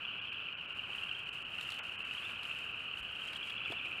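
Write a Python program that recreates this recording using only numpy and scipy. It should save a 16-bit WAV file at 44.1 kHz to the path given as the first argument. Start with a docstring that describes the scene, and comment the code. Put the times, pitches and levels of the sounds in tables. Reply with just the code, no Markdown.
"""A dense chorus of small frogs trills around a marshy pool among trees.
Each trill is a run of short ringing pulses, most climbing in pitch; a few frogs close to the
microphone stand out of the crowd and the far wash. Dry grass rustles and crackles in swells,
gusts buffet the microphone, and there are a few soft bumps and crunches.
Now and then the treble drops out briefly."""
import sys
import numpy as np
from scipy import signal
from scipy.fft import rfft, irfft
from scipy.io import wavfile

SR = 44100
rng = np.random.default_rng(int(sys.argv[2]) if len(sys.argv) > 2 else 0)


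def wav_record(signal):
    """Record a signal, one row per channel, as 16-bit PCM in the file named by sys.argv[1]."""
    frames = np.transpose(np.atleast_2d(signal))
    bounded = np.clip(frames, -1, 1)
    # unit amplitude maps onto the largest positive 16-bit level
    quanta = np.round(bounded * 32767).astype(np.int16)
    wavfile.write(sys.argv[1], SR, quanta)


N = 176400
TIME = np.arange(N) / SR


# Trills close to the microphone: first_pitch_hz, last_pitch_hz, pulses as (time_s, level_db)
NEAR_TRILLS = [ (3260, 3370, [(0.0503, -36), (0.1261, -43), (0.1989, -35), (0.2728, -41), (0.3451, -41.5),
               (0.4064, -43.5)]), (2446, 2520, [(0.1136, -38), (0.1825, -34), (0.2534, -34), (0.3242, -30),
               (0.4054, -43), (0.4848, -30)]), (2930, 2700, [(0.0872, -32), (0.17, -39), (0.2424, -41),
               (0.3646, -44), (0.4604, -48), (0.5024, -36)]), (2790, 2770, [(0.6105, -31.5),
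               (0.7053, -29.5), (0.7926, -30.5), (0.9487, -27.5), (1.0334, -27), (1.1129, -26)]),
               (2970, 3180, [(0.7864, -32), (0.8364, -31), (0.8834, -50), (0.9318, -31), (0.9837, -30.5),
               (1.0365, -33), (1.0919, -31), (1.1503, -33.5), (1.2022, -36.5)]),
               (2900, 2720, [(1.2905, -33), (1.3853, -31), (1.4506, -30), (1.5858, -28), (1.6372, -31),
               (1.6896, -27), (1.8522, -29), (1.8946, -28)]), (2743, 3500, [(2.0048, -26.5), (2.1111, -31),
               (2.15, -34), (2.1789, -35), (2.2313, -46), (2.2513, -41)]), (2980, 3040, [(2.0714, -49),
               (2.1484, -34), (2.1979, -41), (2.3111, -33), (2.3989, -43), (2.5601, -35), (2.5784, -36)]),
               (2820, 2690, [(2.8799, -32.5), (2.9372, -29), (2.9924, -34), (3.048, -31.5), (3.1114, -34),
               (3.1657, -30), (3.2384, -32)]), (2720, 2500, [(2.4882, -37), (2.5112, -28), (2.6214, -35),
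               (2.6943, -28), (2.7442, -28.5), (2.803, -28)]), (2896, 3422, [(2.8554, -30), (2.9128, -32),
               (2.9716, -30.5), (3.0285, -33.5), (3.0904, -36), (3.1532, -35), (3.2191, -32),
               (3.2849, -33.5), (3.3583, -31.5), (3.4296, -32), (3.5044, -35), (3.5784, -35),
               (3.6516, -36.5), (3.7204, -40), (3.7854, -41)]), (2600, 2720, [(3.5664, -42), (3.6164, -28),
               (3.6581, -27), (3.8132, -46), (3.928, -28)]), (2310, 2450, [(3.5144, -38), (3.5664, -41),
               (3.6227, -40), (3.68, -32), (3.7379, -38), (3.7988, -32), (3.8561, -30.5), (3.918, -31),
               (3.9818, -32)]), ]

def near_frogs(gain_db=-4.2, effort_db_per_hz=.007, rise_s=.003, echo_db=-7.5):
    """The nearest frogs step from first pitch to last, pushing harder as the pitch climbs."""
    out = np.zeros(N)
    for first_hz, last_hz, pulses in NEAR_TRILLS:
        for (time_s, level_db), hz in zip(pulses, np.linspace(first_hz, last_hz, len(pulses))):
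            effort_db = effort_db_per_hz * (hz - first_hz)
            add(out, time_s - rise_s / 2, from_db(level_db + gain_db + effort_db) * frog_pulse(hz, rise_s))
    return out + from_db(echo_db) * tree_echoes(out)


def frog_pulse(hz, rise_s, chirp_hz_per_s=14000, undertone_db=-16.5, overtone_db=-33):
    """One pulse of a trill: the vocal sac swells into a ring, glides up and dies."""
    t = TIME[:700]
    phase = 2 * np.pi * (hz * t + chirp_hz_per_s * (t - rise_s) ** 2 / 2 + 2 * rng.random())
    envelope = (t / rise_s * np.exp(1 - t / rise_s)) ** 3
    partials = from_db(undertone_db) * np.sin(phase / 2) + from_db(overtone_db) * np.sin(1.5 * phase)
    return envelope * (np.sin(phase) + partials)


def frog_crowd(count=48, pitch_hz=2784, spread_hz=153.5, climb_hz=221, gap_s=.052, trill_s=.9, rest_s=.45):
    """Frogs around the pool trill and rest, each with its own pitch, pace and distance."""
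    distance_spread_db, swell_db, slowing, echo_db = 9.5, 9.5, .3, -4.5
    out, cycle_s = np.zeros(N), trill_s + rest_s
    voices = np.sort(rng.standard_normal(count * 20))[10::20]  # an even cover of the bell curve
    for voice, (distance, pace, stagger) in zip(voices, rng.random((count, 3))):
        time_s = stagger * gap_s
        offset_s = rng.random() * cycle_s
        while time_s < N / SR:
            progress = (time_s + offset_s) % cycle_s / trill_s
            if progress < 1:  # each trill climbs, swells and slows
                hz = pitch_hz + spread_hz * voice + climb_hz * (progress - .5)
                level_db = -distance_spread_db * distance - swell_db * (1 - progress) ** 2
                add(out, time_s, from_db(level_db) * frog_pulse(hz, rise_s=.0023))
            time_s += gap_s * (1 + .4 * (pace - .5)) * (1 + slowing * progress)
    return rms_one(out + from_db(echo_db) * tree_echoes(out))


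# Rise and fall of the chorus across the pool, taken about its mean: time_s, level_db
CHORUS_LEVEL = [(0, -42.5), (.45, -43), (.57, -44), (1.0, -43), (1.32, -45.5), (1.65, -44), (2.3, -42.2),
                (2.55, -43), (2.95, -45), (3.4, -42.5), (3.7, -40.5), (4, -44.5)]
# The farthest frogs, blurred together: frequency_hz, level_db
WASH_SPECTRUM = [(1240, -65), (2100, -30), (2190, -13.5), (2510, 4), (2740, 6), (3070, -4), (3590, -25.5),
                 (3900, -23.5), (5070, -43), (8580, -120)]

def chorus(crowd_db=-46, wash_db=-47.5):
    """The crowd and the wash of the farthest frogs swell and sink together."""
    level_db = in_time(CHORUS_LEVEL)
    voices = from_db(crowd_db) * frog_crowd() + from_db(wash_db) * noise(WASH_SPECTRUM)
    return from_db(level_db - level_db.mean()) * voices


# Lower voice of the far chorus: frequency_hz, level_db
DRONE_SPECTRUM = [(850, -17), (1150, -1.5), (1380, -0.5), (1620, -1), (1950, -21.5)]
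# Its rise and fall: time_s, level_db
DRONE_LEVEL = [(0.06, -54), (0.49, -55.5), (1.07, -53), (1.25, -56.5), (1.79, -54), (1.8, -49),
               (1.86, -54.5), (2.37, -52), (2.38, -53), (2.91, -55), (3.88, -55), (3.94, -53.5)]

def far_drone(gain_db=-3):
    """Far off, the lower voices merge into a wavering band of noise."""
    return from_db(gain_db + in_time(DRONE_LEVEL)) * noise(DRONE_SPECTRUM)


# Swells in the grass by the pool: time_s, level_db
GRASS_SWELLS = [(0.0, -83.5), (0.6, -85.5), (0.78, -75), (0.86, -78), (0.94, -68), (1.05, -71),
                (1.22, -75.5), (1.37, -69.5), (1.47, -77.5), (1.6, -65), (1.74, -66), (1.98, -72.5),
                (2.12, -68), (2.3, -66.5), (2.38, -74.5), (2.45, -66.5), (2.64, -69), (2.74, -78.5),
                (2.82, -69), (2.9, -81.5), (2.98, -68), (3.08, -76.5), (3.24, -67), (3.35, -68),
                (3.42, -73.5), (3.49, -65), (3.61, -81), (3.71, -66.3), (3.79, -80), (3.86, -73.5),
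                (4.0, -74)]
# Lower part of the rustle: frequency_hz, level_db
RUSTLE_BODY = [(300, -20.5), (1000, -1), (2000, 7), (3300, -4.5)]
# Upper part of the rustle: frequency_hz, level_db
RUSTLE_TOP = [(2240, -30), (3800, 0), (3980, -3), (5290, -10), (6240, -13.5), (6850, -10), (7940, -10),
              (12700, -17), (15600, -39)]

def dry_grass(rustle_db=6.5, crackle_db=4.5, top_above_hz=3260):
    """Dry blades rub together in swells: a hiss with fine crackle in it."""
    spectrum = list(RUSTLE_BODY) + [(hz, db) for hz, db in RUSTLE_TOP if hz > top_above_hz]
    crackle = from_db(crackle_db) * blade_crackle(spectrum)
    rustle = from_db(rustle_db) * noise(spectrum)
    return from_db(in_time(GRASS_SWELLS)) * (rustle + crackle)


# Each blade ticks around one of these: pitch_hz
BLADE_PITCHES = (1970, 4330, 7560, 9500, 12000)

def blade_crackle(spectrum, ticks_per_s=700, spread_db=2.5, bunch_db=2.2, bunch_hz=24.8):
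    """Blades catch and tick in little bunches."""
    sizes = from_db(spread_db * np.minimum(rng.exponential(1, N), 3.8)) * rng.choice([-1, 1], N)
    clicks = sizes * (rng.random(N) < ticks_per_s / SR)
    pitch_index = rng.integers(0, len(BLADE_PITCHES), N)
    ticks = np.zeros(N)
    for k, hz in enumerate(BLADE_PITCHES):
        band = [(hz / 4, -16), (hz, 0), (hz * 4, -16)]
        ticks += np.sqrt(hz) * colour(clicks * (pitch_index == k), band)
    bunching = from_db(bunch_db * noise([(bunch_hz / 5, 0), (bunch_hz, 0)]))
    return colour(ticks, spectrum) * bunching


# Stalks breaking in the grass: start_s, level_db
SNAPS = [(0.3293, -51.5), (1.611, -39.5), (1.704, -39), (1.7206, -39), (1.7429, -42), (1.7534, -51),
         (1.7654, -58), (1.7897, -36), (2.0872, -61), (2.2195, -53), (2.4323, -42), (2.9736, -51),
         (3.332, -43), (3.35, -48), (3.3659, -42.5), (3.5, -43), (3.714, -55), (3.7214, -40), (3.8576, -50),
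         (3.911, -51)]
# Colour of a snap: frequency_hz, level_db
SNAP_SPECTRUM = [(700, 1), (2000, 9), (4000, 9), (6000, -10.5), (8000, -4.5), (12500, -12), (15600, -25)]

def stalk_snaps(gain_db=-4, decay_s=.0026, shiver_db=-10, shiver_s=.0098):
    """A dry stalk snaps, then shivers after the break."""
    envelope, t = np.zeros(N), TIME[:SR // 10]
    snap = np.exp(-t / decay_s) + from_db(shiver_db) * np.exp(-t / shiver_s)
    for start_s, level_db in SNAPS:
        add(envelope, start_s, from_db(level_db + gain_db) * snap)
    return envelope * noise(SNAP_SPECTRUM)


# Soft bumps and crunches: start_s, level_db, centre_hz, decay_s
BUMPS = [(0.891, -43.5, 400, 0.0076), (1.792, -45.5, 1300, 0.024), (1.792, -39, 3240, 0.014),
         (2.225, -46, 1600, 0.0065), (2.29, -49, 1400, .03), (3.331, -43, 1830, 0.0064),
         (3.699, -37.5, 240, 0.0067), (3.721, -38.5, 800, 0.0072), (3.85, -60, 520, 0.1)]
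# Gusts striking the microphone: start_s, level_db, centre_hz, decay_s
BUFFETS = [(2.31, -64, 45, .04), (2.99, -59, 44.7, .14)]

def thuds(rows, attack_s):
    """Each bump or buffet is a broad burst of noise that swells and dies."""
    out = np.zeros(N)
    for start_s, level_db, hz, decay_s in rows:
        t = np.maximum(TIME - start_s, 0)
        body = noise([(hz / 3, -7), (hz / 1.4, -1), (hz * 1.3, -1), (hz * 3, -16)])
        out += from_db(level_db) * (1 - np.exp(-t / attack_s)) * np.exp(-t / decay_s) * body
    return out


# Wind in the surrounding woods: frequency_hz, level_db
WIND_SPECTRUM = [(25, -7), (40, -11.5), (70, -3.5), (100, -0.5), (200, -4), (400, -7), (900, -8),
                 (2100, -9)]
# Its slow drift: time_s, level_db
WIND_LEVEL = [(0.06, -61), (0.73, -60.5), (1.66, -60), (2.02, -59.5), (2.32, -60.5), (3.54, -59.5),
              (3.94, -59.5)]
# Faint hiss behind everything: frequency_hz, level_db
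HISS_SPECTRUM = [(2180, -41), (3700, -5), (4790, -11), (5180, -11.5), (7340, -24.5), (9850, -25),
                 (15600, -22)]

def wind_and_hiss(wind_gain_db=3.5, dip_share=.12, hiss_db=-76):
    """Low wind in the woods, sinking a little with each treble dip, and a steady hiss."""
    wind_db = wind_gain_db + in_time(WIND_LEVEL) + dip_share * dip_gain_db()
    return from_db(wind_db) * noise(WIND_SPECTRUM) + from_db(hiss_db) * noise(HISS_SPECTRUM)


# Brief dropouts of the treble: middle_s, length_s, depth_db
DIPS = [(0.202, 0.019, 11), (0.31, 0.012, 18), (0.555, 0.025, 16), (0.67, 0.011, 15), (0.74, 0.01, 13),
        (1.249, 0.0084, 15), (1.312, 0.02, 12), (1.439, 0.011, 17), (1.812, 0.026, 40), (1.973, 0.019, 15),
        (2.04, 0.014, 14), (3.019, 0.01, 15)]

def dip_gain_db(steepness=1.6):
    """Flat-bottomed dips, each reaching 0.9 of its length to either side of its middle."""
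    return sum(-depth_db * np.clip(steepness * (1 - np.abs(TIME - middle_s) / (length_s * .9)), 0, 1)
               for middle_s, length_s, depth_db in DIPS)


def treble_dips(x, above_hz=3260):
    """The top of the sound drops away for a few hundredths of a second."""
    treble = signal.sosfiltfilt(signal.butter(8, above_hz, "high", fs=SR, output="sos"), x)
    return x + (from_db(dip_gain_db()) - 1) * treble


def tree_echoes(x, count=60, t60_s=.9):
    """Scattered echoes come back from trunks and banks, dying away."""
    delays_s, echoes = rng.uniform(.004, .25, count), np.zeros(N)
    for delay_s, size in zip(delays_s, rng.standard_normal(count)):
        add(echoes, delay_s, [size * from_db(-60 * delay_s / t60_s)])
    return signal.fftconvolve(x, echoes / np.sqrt(np.sum(echoes ** 2)))[:N]


def from_db(db):
    """Decibels to gain."""
    return 10 ** (np.asarray(db) / 20)


def rms_one(x):
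    """Scale to rms 1."""
    return x / np.sqrt(np.mean(x ** 2) + 1e-20)


def in_time(rows):
    """Join (time_s, value) rows into a curve at every sample."""
    return np.interp(TIME, *np.transpose(rows))


def add(out, start_s, sound):
    """Mix a sound in at a time."""
    i = int(start_s * SR)
    if 0 <= i < N:
        out[i:i + len(sound)] += sound[:N - i]


def colour(x, spectrum):
    """Shape by a spectrum that falls 60 dB an octave beyond its ends; rms 1."""
    hz, db = np.transpose(spectrum)
    octave, points = np.log2(np.arange(N // 2 + 1) * SR / N + 1e-3), np.log2(hz)
    beyond = np.abs(octave - np.clip(octave, points[0], points[-1]))
    gain = from_db(np.interp(octave, points, db) - 60 * beyond)
    return rms_one(irfft(rfft(x) * gain, N))


def noise(spectrum):
    """Coloured noise of rms 1."""
    return colour(rng.standard_normal(N), spectrum)


def scene():
    """Frogs, grass and wind reach one microphone at the pool."""
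    air = wind_and_hiss()
    frogs = near_frogs() + chorus() + far_drone()
    bumps = thuds(BUMPS, attack_s=.001) + thuds(BUFFETS, attack_s=.014)
    grass = dry_grass() + stalk_snaps()
    return treble_dips(frogs + grass + bumps + air)[None]


def record(dry, cutoff_hz=15750):
    """The top is cut steeply."""
    return signal.sosfilt(signal.ellip(12, .1, 70, cutoff_hz, fs=SR, output="sos"), dry)


dry = scene()
out = record(dry)
wav_record(out)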